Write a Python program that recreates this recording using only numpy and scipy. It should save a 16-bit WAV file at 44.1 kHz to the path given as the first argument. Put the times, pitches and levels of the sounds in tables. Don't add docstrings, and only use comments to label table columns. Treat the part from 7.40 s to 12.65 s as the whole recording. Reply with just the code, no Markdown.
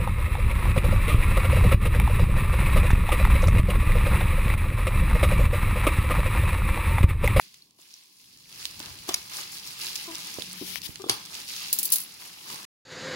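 import sys
import numpy as np
from scipy import signal
from scipy.fft import rfft, irfft, next_fast_len
from scipy.io import wavfile
from scipy.ndimage import uniform_filter1d

SR = 44100
rng = np.random.default_rng(int(sys.argv[2]) if len(sys.argv) > 2 else 0)


def inscribe(sig):
    pcm = np.round(np.clip(np.atleast_2d(sig).T, -1, 1) * 32767)
    wavfile.write(sys.argv[1], SR, pcm.astype(np.int16))


N = 231613
TIME = np.arange(N) / SR

# t/s, level/dB
GRIP = [(0, -59.5), (.16, -58), (.34, -71), (.42, -57), (.68, -60.5), (.82, -57), (1.04, -56.5),
        (1.14, -48), (1.85, -48), (2.6, -46), (3.15, -45), (3.4, -53.5), (3.85, -49), (4.8, -49.5),
        (5.25, -46)]


def amp(db):
    return 10 ** (np.asarray(db) / 20)


def unit(x):
    return x / np.sqrt(np.mean(x ** 2) + 1e-20)


def read(points, hz):
    f, value = np.transpose(points)
    return np.interp(np.log(hz + 1), np.log(f + 1), value)


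def follow(rows):
    s, *columns = np.transpose(rows)
    return [np.interp(TIME, s, c) for c in columns]


def add(mix, s, sound):
    part = mix[:, round(s * SR):][:, :sound.shape[1]]
    part += sound[:, :part.shape[1]]


def colour(x, points, size=2048):
    gain = unit(amp(read(points, abs(np.fft.fftfreq(size, 1 / SR)))))
    log_response = np.conj(signal.hilbert(np.log(gain + 1e-6)))
    taps = np.fft.ifft(np.exp(log_response)).real
    return signal.oaconvolve(x, taps[None], axes=1)[:, :x.shape[1]]


def split(x, hz, kind):
    return signal.sosfiltfilt(signal.butter(2, hz, kind, fs=SR, output="sos"), x)


def pan(db):
    return amp(np.array([[db], [-db]]) / 2)


def ports(x, lag_samples=7):
    return np.array([x, np.pad(x, (lag_samples, 0))[:len(x)]])


def hiss(size, apart, lag_samples=7):
    common = ports(rng.standard_normal(size), lag_samples)
    return np.sqrt(1 - apart) * common + np.sqrt(apart) * rng.standard_normal((2, size))


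def burst(t60_s, apart, size=4096, lag_samples=7):
    shape = amp(-60 * np.arange(size) / SR / t60_s)
    return unit(hiss(size, apart, lag_samples) * shape) * np.sqrt(np.mean(shape ** 2))


def hump(hz, db_per_octave):
    return [(hz / 16, -4 * db_per_octave), (hz, 0), (hz * 4, -2 * db_per_octave)]


def ring(modes, size):
    t = np.arange(size) / SR
    return sum(amp(db - 60 * t / t60) * np.sin(2 * np.pi * hz * t) for hz, db, t60 in modes)


def blows(rows, rise_s, gain_db):
    out = np.zeros((2, N))
    attack = 1 - np.exp(-TIME[:SR] / rise_s)
    for s, db, hz, t60, side_db in rows:
        add(out, s, pan(side_db) * ports(ring([(hz, db + gain_db, t60)], SR) * attack))
    return out


def handling(sag_db_per_s=5, relax_db_per_s=187, firm_db=-52):
    # t/s, length/s, rise/s, level/dB, body/dB re level, fizz/dB re level
    strokes = [(-.03, 0.028, .02, -44, -24, -5.5), (0.373, 0.028, 0.031, -56.5, -14, 0),
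               (.46, 0.12, .05, -57, -21, -6), (1.168, 0.089, 0.032, -46, -17, -3.5),
               (1.383, 0.093, .02, -48.5, -5, -6), (1.668, 0.018, .015, -38, -7, -1),
               (1.737, 0.04, .02, -45, -25, -3), (1.887, 0.11, 0.061, -37.5, -14.5, -2.5),
               (2.104, 0.038, 0.025, -41.5, -19.5, -1.5), (2.222, 0.075, 0.032, -41, -25, -3.5),
               (2.375, .11, 0.04, -35.5, -19.5, -4), (2.524, 0.1, 0.025, -40, -20, -4),
               (2.698, 0.32, .02, -41.5, -18, -6), (3.216, 0.089, 0.075, -43.5, -12.5, 3.5),
               (3.432, .055, .008, -49.5, -12, 4), (3.683, 0.033, 0.0082, -45, -0.5, 5),
               (3.885, 0.12, 0.044, -41, -14.5, -6), (4.046, 0.25, 0.046, -38, -22, -4.5),
               (4.297, 0.29, 0.061, -43, -16.5, -10), (4.784, .08, 0.031, -51.5, -7, 4),
               (5.027, 0.11, .1, -41.5, -8, 0)]
    grip, = follow(GRIP)
    hollow = grip - 15.5 + 1.7 * np.minimum(grip - firm_db, 0)
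    power = amp([grip, hollow, grip - 3]) ** 2
    for s, length, rise_s, db, body_db, fizz_db in strokes:
        t = TIME[:SR // 2] - min(s, 0)
        fall_db = sag_db_per_s * t + relax_db_per_s * np.maximum(t - length, 0)
        push = np.minimum(t / rise_s, 1) * amp(db - fall_db)
        add(power, max(s, 0), (amp([[0], [body_db], [fizz_db]]) * push) ** 2)
    return 10 * np.log10(power)


def crinkle(creases_per_s=1700, pitches=60, spread_db=2.5, slide_db=-5, body_db=14, fizz_db=5.5):
    film_spectrum = [(180, -47), (300, -1.5), (494, -7.5), (634, -11), (801, -4), (946, -3.5), (1190, -7.5),
                     (1930, -8), (2650, -3), (3130, -5.5), (4990, -2), (7820, -13.5), (10600, -9),
                     (15000, -18), (16000, -13)]
    grains = np.zeros((2, N))
    for hz in np.linspace(1200, 14000, pitches):
        t60_s = 0.0082 * rng.uniform(0.96, 1.6)
        grain = colour(burst(t60_s, apart=0.89, size=1024), hump(hz, 14.5))
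        for when, chance in rng.random((round(creases_per_s / pitches * N / SR), 2)):
            add(grains, when * N / SR, amp(spread_db * min(-np.log(chance), 3)) * grain)
    film = unit(colour(unit(grains) + amp(slide_db) * hiss(N, apart=0.19), film_spectrum))
    low, high = split(film, 1900, "low"), split(film, 7500, "high")
    level, hollow, fizz = handling()
    return amp(level) * (film - low - high) + amp(fizz + fizz_db) * high + amp(hollow + body_db) * low


def rumble(gain_db=-1, drag_db_per_db=0.32, air_db=-74):
    leaning = [(0, -70.5, 6), (.3, -71, -2), (.62, -81, -9), (.9, -68.5, 3), (1.45, -57.5, 10),
               (1.95, -64, 5.5), (2.7, -57.5, -1.5), (3.45, -57, 4), (4.2, -61.5, 0), (4.56, -55.5, -12),
               (4.74, -63, 1), (5, -64.5, -0.5), (5.14, -53.5, -9), (5.25, -63, -1)]
    shuffle_spectrum = [(20, -4), (45, -5.5), (90, -5.5), (170, 1.5), (300, -7), (500, -15), (900, -27.5),
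                        (3000, -71)]
    air_spectrum = [(20, -20), (80, -7), (150, 0), (300, 5), (600, -11), (1100, 1), (1800, -47),
                    (16000, -15)]
    lean_db, thud_db = follow(leaning)
    push_db = handling()[0] - follow(GRIP)[0]
    level = amp(lean_db + drag_db_per_db * push_db + gain_db)
    shuffle = colour(hiss(N, apart=0.039), shuffle_spectrum, size=8192)
    deep = split(shuffle, 130, "low")
    air = amp(air_db) * colour(hiss(N, apart=0.19), air_spectrum)
    return level * (shuffle - deep + amp(thud_db) * deep) + air


def tick(db, hz, t60_s, side_db):
    return amp(db) * pan(side_db) * colour(burst(t60_s, apart=1.0), hump(hz, 10.5))


def crackles(gain_db=-7, small_per_s=32, small_hz=5400):
    creases = [(.1425, -31.5, 4450, 4), (.3083, -42.5, 4800, -2), (0.54, -33.5, 5500, -1),
               (1.2542, -12.5, 4650, -3), (1.395, -26, 9000, 3), (1.4019, -20, 3830, -4),
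               (1.459, -24.5, 4600, -4), (1.69, -12.5, 4800, 7), (1.6934, -17, 4200, 2),
               (2.415, -22, 4800, -5), (2.556, -15, 4700, 7), (2.5605, -17.5, 4840, -7),
               (2.749, -21, 3700, -4), (2.7541, -17.5, 5200, 1), (3.021, -22.5, 3570, -16),
               (3.1299, -23, 8200, -2), (3.4177, -23, 4500, -2), (3.5573, -21.5, 3380, -3),
               (3.6192, -23, 4630, 3), (3.8527, -24.5, 4650, -3), (3.86, -26, 4970, 2),
               (3.952, -23, 4240, 0)]
    out, crinkle_db = np.zeros((2, N)), handling()[0]
    for s, db, hz, side_db in creases:
        add(out, s, tick(db + gain_db, hz, t60_s=0.012, side_db=side_db))
    for when, size, pitch, side in rng.random((round(small_per_s * N / SR), 4)):
        db = crinkle_db[int(when * N)] + 14 + 2 * min(-np.log(size), 3)
        hz = small_hz * 2 ** (pitch - 0.5)
        add(out, when * N / SR, tick(db + gain_db, hz, t60_s=0.0071, side_db=7 * (2 * side - 1)))
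    return out


def pings():
    flicks = [(.2222, -33, 4380, 0.015, 3), (.5396, -26.5, 5730, 0.011, 1), (1.736, -22, 5900, .01, -2),
              (3.1292, -30, 8500, .0073, -3)]
    return blows(flicks, rise_s=0.00022, gain_db=-4)


def handles(rise_s=0.00091, gain_db=3.5, side_db=-1):
    knocks = [(.389, -55.5, 0.95, 3), (1.402, -36.5, 0.844, 0.5), (1.688, -24, 1.01, -4),
              (1.691, -31, 1.12, 9), (1.709, -34, 0.97, 5), (3.2133, -26.5, 0.86, -16),
              (3.2213, -27, 0.99, -11), (3.6399, -26.5, 1.12, -2), (3.6622, -29, 1.04, -13),
              (3.6692, -32.5, 1.3, -8), (3.6966, -21, 1.08, 0.5)]
    handle_modes = [(348, 0.5, 0.024), (699, -2.5, 0.017), (1025, -3.5, .018), (3110, -11, 0.085)]  # f/Hz, level/dB, t60/s
    out = np.zeros((2, N))
    attack = 1 - np.exp(-TIME[:SR // 4] / rise_s)
    for s, db, ratio, hard_db in knocks:
        modes = [(hz * ratio, mode_db + hard_db * (k > 0), t60)
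                 for k, (hz, mode_db, t60) in enumerate(handle_modes)]
        add(out, s, amp(db + gain_db) * pan(side_db) * ports(ring(modes, len(attack)) * attack))
    return out


def bumps():
    thuds = [(1.506, -43, 75, 0.038, -14), (2.9856, -16.5, 410, 0.0059, -15),
             (3.4913, -27, 133, 0.0069, -25.5), (3.7, -38, 117, 0.08, 1)]
    return blows(thuds, rise_s=0.00091, gain_db=4)


def snips(gain_db=-4):
    closures = [(1.7422, -8, 0.0095, -16), (1.744, -8.5, 0.014, -15), (3.696, -1.5, 0.0053, -6),
                (3.698, -7.5, 0.016, -8.5)]
    snip_spectrum = [(100, -55), (400, -18.5), (1000, -23), (2000, -9.5), (3500, -4), (4900, 3), (6500, 0),
                     (7800, -12.5), (9800, 3), (12000, -14.5), (16000, -14)]
    direct, send = np.zeros((2, 2, N))
    for s, db, t60, room_db in closures:
        snap = amp(db + gain_db) * colour(burst(t60, apart=0.26), snip_spectrum)
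        add(direct, s, snap)
        add(send, s, amp(room_db) * snap)
    return direct, send


def creaks(settle_s=0.008, fade_db=14, side_db=3, jitter=0.049):
    slides = [(2.677, 0.075, -33.5, 358, 320), (3.598, 0.027, -34.5, 422, 390)]  # t/s, length/s, level/dB, first slip rate/Hz, last slip rate/Hz
    body_modes = [(372, 2.5, 0.024), (674, -8, 0.029), (1010, -3, 0.027), (1150, -20, 0.022),
                  (2770, -10, .012), (3500, -20, .012)]
    out = np.zeros((2, N))
    for s, length, db, first_hz, last_hz in slides:
        t = np.arange(0, length, 1 / SR)
        waver = unit(uniform_filter1d(rng.standard_normal(len(t)), 100))
        rate_hz = last_hz + (first_hz - last_hz) * np.exp(-t / settle_s)
        cycles = np.cumsum(rate_hz * (1 + jitter * waver)) / SR
        slips = np.diff(np.floor(cycles), prepend=-1) * amp(-fade_db * (t / length) ** 2)
        sound = signal.fftconvolve(slips, ring(body_modes, 2048))
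        add(out, s, amp(db) * pan(side_db) * ports(sound / abs(sound).max()))
    return out


def hum(start_s=2.95, end_s=3.38, hz=182, gain_db=-52, roughness=0.38, side_db=-3):
    out, t = np.zeros((2, N)), np.arange(0, end_s - start_s, 1 / SR)
    arch = np.sqrt(abs(np.sin(np.pi * t / t[-1])))
    slow = signal.butter(2, 30, fs=SR, output="sos")
    waver = unit(signal.sosfilt(slow, rng.standard_normal((2, len(t)))))
    tone = (1 + roughness * (waver[0] + 1j * waver[1])) * np.exp(2j * np.pi * hz * t)
    add(out, start_s, amp(gain_db) * pan(side_db) * ports(arch * tone.real))
    return out


def brushing(swell_db=7, edge_s=0.0097, right_db=-20):
    swipes = [(3.163, 0.221, -29.5), (3.423, .042, -25.5)]  # t/s, length/s, level/dB
    spectrum = [(100, -11), (300, -27), (600, -26), (1500, -13), (3000, 5), (5000, 5.5), (7500, -9),
                (11000, -0.5), (16000, -13)]
    level = np.zeros(N)
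    for s, length, db in swipes:
        t = TIME - s
        touch = np.clip(np.minimum(t, length + edge_s - t) / edge_s, 0, 1)
        level += touch * amp(db - swell_db * (1.5 - np.clip(t / length, 0, 1)))
    return level * amp([[0], [right_db]]) * colour(hiss(N, apart=0.72), spectrum)


def rim_tick(gain_db=-7):
    catches = [(3.3578, -12, 2300, .0036, 15.5)]  # t/s, level/dB, centre f/Hz, t60/s, left-right/dB
    out = np.zeros((2, N))
    for s, db, hz, t60, side_db in catches:
        add(out, s, tick(db + gain_db, hz, t60, side_db))
    return out


def clatter(crack_db=-5, second_blade_s=0.006, second_blade_db=-8, ring_db=-15, mode_count=140):
    bounces = [(4.3283, -5.5, 0.029), (4.3875, -10.5, 0.045), (4.43, -13.5, 0.037), (4.447, -17, 0.022),
               (4.454, -11.5, .028), (4.5027, -19.5, .014), (4.5207, -7.5, .032), (4.5243, -5, .018),
               (4.5311, -8.5, 0.061), (4.558, -9.5, 0.029), (4.5836, -15.5, .013), (4.6023, -21, .022),
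               (4.6164, -24, .012), (4.6358, -30, .016)]
    steel_spectrum = [(3000, -21), (4700, -12), (7500, -27), (9700, -12), (10050, 5), (10450, 1),
                      (10750, -13), (11400, -5), (12100, 4), (12600, -10), (14200, -3), (14900, -15),
                      (15900, -22)]
    contact_spectrum = [(100, -29), (250, -12), (600, -25), (2000, -20.5), (4500, -4), (9500, -1),
                        (10300, 7), (10900, 3), (12000, 4), (13500, 0.5), (15000, 1), (16000, 1.5)]
    cracks, rings = np.zeros((2, 2, N))
    modes_hz = np.linspace(3000, 15800, mode_count) + rng.uniform(-45, 45, mode_count)
    t60s_s = 0.17 * rng.uniform(0.48, 1.3, mode_count)
    modes = np.array([ring([(hz, read(steel_spectrum, hz), t60)], 16000)
                      for hz, t60 in zip(modes_hz, t60s_s)])
    for s, db, t60 in bounces:
        add(cracks, s, amp(db + crack_db) * burst(t60, apart=0.72, lag_samples=4))
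        second = amp(db + crack_db + second_blade_db) * burst(t60, apart=0.93, lag_samples=4)
        add(cracks, s + second_blade_s, second)
        struck = rng.standard_normal((2, mode_count)) @ modes
        add(rings, s, amp(db + ring_db) * struck / np.sqrt(mode_count))
        tip_hz, tip_db = 11450 * rng.uniform(0.93, 1.02), -25 + 0.21 * db
        add(rings, s, ports(ring([(tip_hz, tip_db, 0.028)], SR // 2), lag_samples=4))
    return colour(cracks, contact_spectrum) + rings


def room(x, early_db=9, early_t60_s=0.17, gap_s=0.003, paths=4, paths_per_s=110):
    decay_times = [(200, 0.3), (1400, 0.67), (3700, 0.93), (10000, 0.13), (16000, 0.33)]  # f/Hz, t60/s
    hz, t, noise = signal.stft(rng.standard_normal((paths, 2, SR // 2)), SR, nperseg=256)
    decay = amp(-60 * t / read(decay_times, hz)[:, None]) + amp(early_db - 60 * t / early_t60_s)
    tails = signal.istft(noise * decay, SR, nperseg=256)[1]
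    tails *= TIME[:tails.shape[-1]] > gap_s
    out = np.zeros((2, N))
    for k, tail in enumerate(tails):
        away = (TIME * paths_per_s - k + 1) % paths - 1
        share = np.cos(np.pi / 2 * np.minimum(abs(away), 1))
        out += signal.fftconvolve(x * share, tail / np.linalg.norm(tail[0]), axes=1)[:, :N]
    return out


def scene():
    film, steel = crinkle(), clatter()
    pops = crackles() + rim_tick() + pings()
    dull = handles() + bumps() + creaks()
    snap, snap_send = snips()
    wet = room(amp(-2.5) * film + amp(-15.5) * pops + amp(-8) * steel + amp(-8.5) * dull + snap_send)
    return film + pops + steel + dull + snap + wet + brushing() + rumble() + hum()


def record(dry, low_cut_hz=55, high_cut_hz=15850):
    port_balance = [(60, 2), (250, 3.5), (600, 5.5), (1100, 4.5), (2200, 1), (4800, -5.5), (5700, 2.5),
                    (7200, -5), (9500, -2), (11500, 0), (13500, 5), (15800, 17.5)]
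    size = next_fast_len(N + SR // 2)
    tilt_db = read(port_balance, np.fft.rfftfreq(size, 1 / SR))
    heard = irfft(rfft(dry, size) * amp(np.array([tilt_db, -tilt_db]) / 2), size)[:, :N]
    heard = signal.sosfilt(signal.butter(3, low_cut_hz, "high", fs=SR, output="sos"), heard)
    band_limit = signal.firwin(511, high_cut_hz, window=("kaiser", 9), fs=SR)
    return signal.oaconvolve(heard, band_limit[None], "same")


dry = scene()
out = record(dry)
inscribe(out)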